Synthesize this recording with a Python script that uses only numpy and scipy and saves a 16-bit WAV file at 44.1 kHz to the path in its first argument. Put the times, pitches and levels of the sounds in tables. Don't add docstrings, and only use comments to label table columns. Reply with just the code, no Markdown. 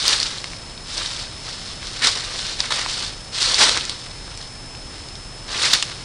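import sys
import numpy as np
from scipy import signal
from scipy.fft import rfft, irfft
from scipy.io import wavfile
from scipy.ndimage import uniform_filter1d, map_coordinates

SR = 44100
rng = np.random.default_rng(int(sys.argv[2]) if len(sys.argv) > 2 else 0)


def pcm_store(signal):
    levels = np.round(np.clip(np.atleast_2d(signal), -1, 1) * 32767)
    wavfile.write(sys.argv[1], SR, levels.astype(np.int16).T)


N = 266570
BAND_HZ, OUTPUT_HZ = 10250, 16000


def amp(db):
    return 10 ** (np.asarray(db) / 20)


def unit(x):
    return x / np.sqrt(np.mean(x ** 2) + 1e-20)


def add(track, start_s, sound):
    part = track[max(round(start_s * SR), 0):][:len(sound)]
    part += sound[:len(part)]


def wobble(rate_hz):
    knots = rng.standard_normal(int(N * rate_hz / SR) + 4)
    return map_coordinates(knots, [np.arange(N) * rate_hz / SR])


def resonate(x, hz, q):
    return signal.lfilter(*signal.iirpeak(min(hz, BAND_HZ), max(q, .5), fs=SR), x)


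def low_pass(x, hz):
    return signal.fftconvolve(x, signal.firwin(401, hz, fs=SR), "same")


def coloured(x, spectrum, size=8192):
    freq_hz, gain_db = np.transpose(spectrum)
    bins_hz = np.fft.rfftfreq(size, 1 / SR)
    gain = amp(np.interp(np.log(bins_hz + 1), np.log(freq_hz), gain_db))
    cepstrum = irfft(np.log(gain))
    cepstrum[1:size // 2] *= 2
    cepstrum[size // 2 + 1:] = 0
    impulse = irfft(np.exp(rfft(cepstrum)))
    return signal.fftconvolve(x, impulse)[:len(x)]


# freq_hz, gain_db
HISS_SPECTRUM = [(15, -11), (36, 6), (60, -3.5), (120, -1), (180, -8.5), (400, -12.5), (800, -14.5),
                 (1500, -18), (3000, -20), (4500, -23.5), (6500, -23.5), (10000, -24)]


def electronics():
    hiss_db, whine_db, whine_hz = -36.5, -42.5, 5223.4
    hiss = amp(hiss_db) * unit(coloured(rng.standard_normal(N), HISS_SPECTRUM))
    phase = 2 * np.pi * np.cumsum(whine_hz + .66 * wobble(rate_hz=3.87)) / SR
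    whine = amp(whine_db + .3 * wobble(rate_hz=7.4)) * unit(np.sin(phase))
    return hiss + whine


def woods(x, t60_s=.14, echo_db=-15.5):
    t = np.arange(SR // 2) / SR
    tail = rng.standard_normal(len(t)) * amp(-60 * t / t60_s)
    return x + amp(echo_db) * signal.fftconvolve(x, tail / np.linalg.norm(tail))[:N]


def low_note():
    start_s, length_s, level_db = 1.98, .145, -46.5
    pitch_hz, rise_hz_per_s = 241, 265
    t, out = np.arange(int(length_s * SR)) / SR, np.zeros(N)
    phase = 2 * np.pi * np.cumsum(pitch_hz + rise_hz_per_s * t) / SR
    swell = np.sin(np.pi * t / length_s)
    add(out, start_s, amp(level_db) * unit(swell * np.sin(phase)))
    return out


def snap(pitch_hz, q, crack_share, splinter, t60_s, tear_s, echo_s):
    t = np.arange(SR // 20) / SR
    envelope = np.exp(-t / tear_s) + splinter * amp(-60 * t / t60_s)
    force = rng.standard_normal(len(t)) * envelope
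    delay = int(echo_s * SR * amp(rng.normal(0, 2)))
    force = force + .29 * np.pad(force, (delay, 0))[:len(t)]
    crack = resonate(force, pitch_hz, q=1)
    ring = resonate(resonate(crack, pitch_hz, q), pitch_hz, q)
    band_limit = signal.butter(6, .95 * BAND_HZ, fs=SR, output="sos")
    sound = signal.sosfilt(band_limit, ring + crack_share * crack)
    return sound / np.sqrt(np.sum(sound ** 2) / (.002 * SR))


# start_s, level_db, pitch_hz, crack_share
STALK_SNAPS = [(0.054, -16.5, 3500, 0.41), (0.0794, -6, 4900, 0.77), (0.129, -14.0, 3660, 0.4),
               (0.2002, -12, 4400, 0.45), (0.2286, -11.5, 4500, 0.3), (0.3826, -23, 4105, 0.53),
               (0.7762, -30, 3913, 0.2), (0.9785, -17, 4543, 0.34), (1.059, -19.5, 4170, 0.15),
               (1.87, -25, 4150, 0.54), (2.0702, -9, 4840, 1.2), (2.6034, -9, 4380, 0.29),
               (3.428, -12, 4398, 0.65), (3.543, -8.5, 4394, 0.15), (3.773, -13.5, 4333, 1.16),
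               (3.8082, -19, 4095, 0.32), (3.8517, -20.5, 4163, 0.72), (3.8948, -16.5, 4170, 1.2),
               (4.374, -27, 4920, 0.82), (4.412, -29, 3780, 0.27), (5.085, -31, 4460, 0.24),
               (5.1535, -28, 4370, 0.22), (5.825, -12, 4594, 0.59)]
# start_s, level_db, pitch_hz, q
TWIG_CRACKS = [(0.4417, -20, 2600, 0.5), (0.533, -29.5, 2000, .55), (1.828, -27.5, 1500, .55),
               (2.605, -27, 1498, .6), (2.8137, -20, 2800, .7), (2.861, -19, 1450, .55),
               (4.062, -30, 2600, .55), (4.278, -32.5, 800, .55), (4.749, -32.5, 2970, .7),
               (5.825, -14.5, 2700, 3)]


def breaks(onset_delay_s=.0008):
    out = np.zeros(N)
    for start_s, level_db, pitch_hz, crack_share in STALK_SNAPS:
        stalk = snap(pitch_hz, q=2, crack_share=crack_share, splinter=.27,
                     t60_s=.029, tear_s=.00045, echo_s=.00118)
        add(out, start_s + onset_delay_s, amp(level_db) * stalk)
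    for start_s, level_db, pitch_hz, q in TWIG_CRACKS:
        twig = snap(pitch_hz, q, crack_share=1.9, splinter=.19, t60_s=.028, tear_s=.00043, echo_s=.00134)
        add(out, start_s + onset_delay_s, amp(level_db) * twig)
    return out


def crackle(spectrum, rate_per_s, spread_db, clump_db, clump_hz):
    per_sample = rate_per_s / SR
    clicks = np.sqrt(rng.poisson(per_sample, N) / per_sample) * rng.choice([-1, 1], N)
    clicks *= amp(spread_db * np.clip(rng.standard_normal(N), -2, 2))
    clumps = amp(clump_db * wobble(clump_hz))
    return unit(coloured(clicks * clumps, spectrum))


# freq_hz, gain_db
CRUSH_SPECTRUM = [(80, -31), (260, -15.5), (700, -12.5), (1100, -12.5), (1800, -3.5), (2600, -7), (3900, 2),
                  (4800, -1.5), (6500, -8.5), (9800, -15), (12000, -38)]
# peak_s, crunch_db, rise_s, hold_s, t60_s, thud_db, thud_hz
FOOTFALLS = [(0.095, -25, 0.0072, 0.036, 0.12, -35.5, 1100), (2.021, -25, 0.0024, 0.013, 0.14, -22, 1900),
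             (2.045, -18.5, 0.003, 0.032, 0.057, -32, 1500), (2.706, -20.5, .0015, 0.018, 0.043, -28, 1120),
             (3.62, -8, 0.01, 0.0049, 0.13, -18, 919.8), (3.689, -16, .004, 0.0079, 0.044, -26.5, 497),
             (5.652, -27, 0.0055, 0.017, .05, -24.5, 1799), (5.733, -18, 0.0049, .02, 0.077, -34, 1500)]


def hooves():
    t, out = np.arange(N) / SR, np.zeros(N)
    crunch = crackle(CRUSH_SPECTRUM, rate_per_s=12000, spread_db=7.5, clump_db=-4, clump_hz=220)
    for peak_s, crunch_db, rise_s, hold_s, t60_s, thud_db, thud_hz in FOOTFALLS:
        rise = np.exp(np.minimum(t - peak_s, 0) / rise_s)
        decay = amp(-60 * np.maximum(t - peak_s - hold_s, 0) / t60_s)
        ground = resonate(rng.standard_normal(N), thud_hz, q=2)
        thud = unit(resonate(ground, thud_hz, q=.9))
        out += rise * decay * (amp(crunch_db) * crunch + amp(thud_db) * thud)
    return out


def patchy(x, depth_db):
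    frames = signal.stft(x, nperseg=256)[2]
    patches = uniform_filter1d(rng.standard_normal(frames.shape), size=5, axis=0)
    patches = unit(uniform_filter1d(patches, size=4, axis=1))
    return unit(signal.istft(frames * amp(depth_db * patches), nperseg=256)[1][:N])


# start_s, swell_s, hold_s, top_db, packed_db
LEG_DRAGS = [(-.042, .05, 0.069, -23.5, -35.5), (.022, .056, 0.056, -19, -28.5),
             (.176, .039, 0.064, -28.5, -36), (.27, .035, 0.06, -35.5, -43.5),
             (.427, .026, 0.064, -38.5, -46), (.833, .08, 0.3, -31, -40.5), (.95, .025, 0.049, -29.5, -35),
             (1.251, .052, 0.098, -40, -51), (1.404, .07, .037, -32, -39.5), (1.546, .054, .13, -36, -45.5),
             (1.767, .087, .16, -35, -40.5), (1.928, .029, .062, -33, -43), (2.017, .023, .033, -19, -26),
             (2.105, .025, .219, -31, -36.5), (2.336, .05, .13, -29, -37), (2.558, .04, 0.067, -29.5, -34),
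             (2.702, .027, 0.065, -24, -28), (2.85, .043, 0.16, -27, -37), (3.307, .112, 0.13, -20, -29.5),
             (3.565, .032, .047, -14, -22), (3.666, .021, 0.084, -25, -29.5),
             (3.865, .023, 0.021, -34, -42), (4.251, .028, .025, -41.5, -46.5),
             (4.371, .032, .03, -44, -52), (4.886, .046, .03, -43.5, -46), (5.457, .1, .066, -26, -29),
             (5.584, .046, .04, -19, -29.5), (5.678, .038, .033, -22, -33),
             (5.824, .045, 0.05, -37.5, -38.5)]


def drag_levels_db():
    stir_top_db, stir_packed_db = -46, -61
    release_db_per_s, settle_db, settle_db_per_s = 125, -14.5, 33
    t = np.arange(N) / SR
    power = np.ones(N) * amp([[stir_top_db], [stir_packed_db]]) ** 2
    for start_s, swell_s, hold_s, top_db, packed_db in LEG_DRAGS:
        push = np.clip((t - start_s) / swell_s, 0, 1)
        after_s = np.maximum(t - start_s - swell_s - hold_s, 0)
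        fall_db = np.maximum(-release_db_per_s * after_s, settle_db - settle_db_per_s * after_s)
        power += (amp([[top_db], [packed_db]]) * push * amp(fall_db)) ** 2
    return 10 * np.log10(power)


# freq_hz, gain_db
TOP_SPECTRUM = [(200, -39), (1000, -14.5), (2000, -14.5), (2800, -8), (3700, -3.5), (4600, -1.5),
                (5400, -5), (6500, -11.5), (8500, -14), (10000, -19.5), (12000, -56)]
# freq_hz, gain_db
PACKED_SPECTRUM = [(60, -16.5), (250, -7.5), (500, -1.5), (780, -7.5), (1250, .5), (1800, 0), (2400, -1),
                   (4000, -4), (7000, -29), (12000, -33)]


def rustle():
    top_db, packed_db = drag_levels_db()
    effort = amp(.75 * (top_db - top_db.max()))
    top = crackle(TOP_SPECTRUM, rate_per_s=20000 * effort, spread_db=2.5, clump_db=1.35, clump_hz=150)
    packed = crackle(PACKED_SPECTRUM, rate_per_s=9000 * effort, spread_db=2, clump_db=2.5, clump_hz=89)
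    return amp(top_db) * patchy(top, depth_db=1.07) + amp(packed_db) * patchy(packed, depth_db=2.3)


def scene():
    deer = rustle() + hooves() + breaks() + low_note()
    return (woods(deer) + electronics())[None]


def record(dry):
    clipped = np.clip(low_pass(dry[0], BAND_HZ), -1, 1)
    return low_pass(clipped, OUTPUT_HZ)[None]


dry = scene()
out = record(dry)
pcm_store(out)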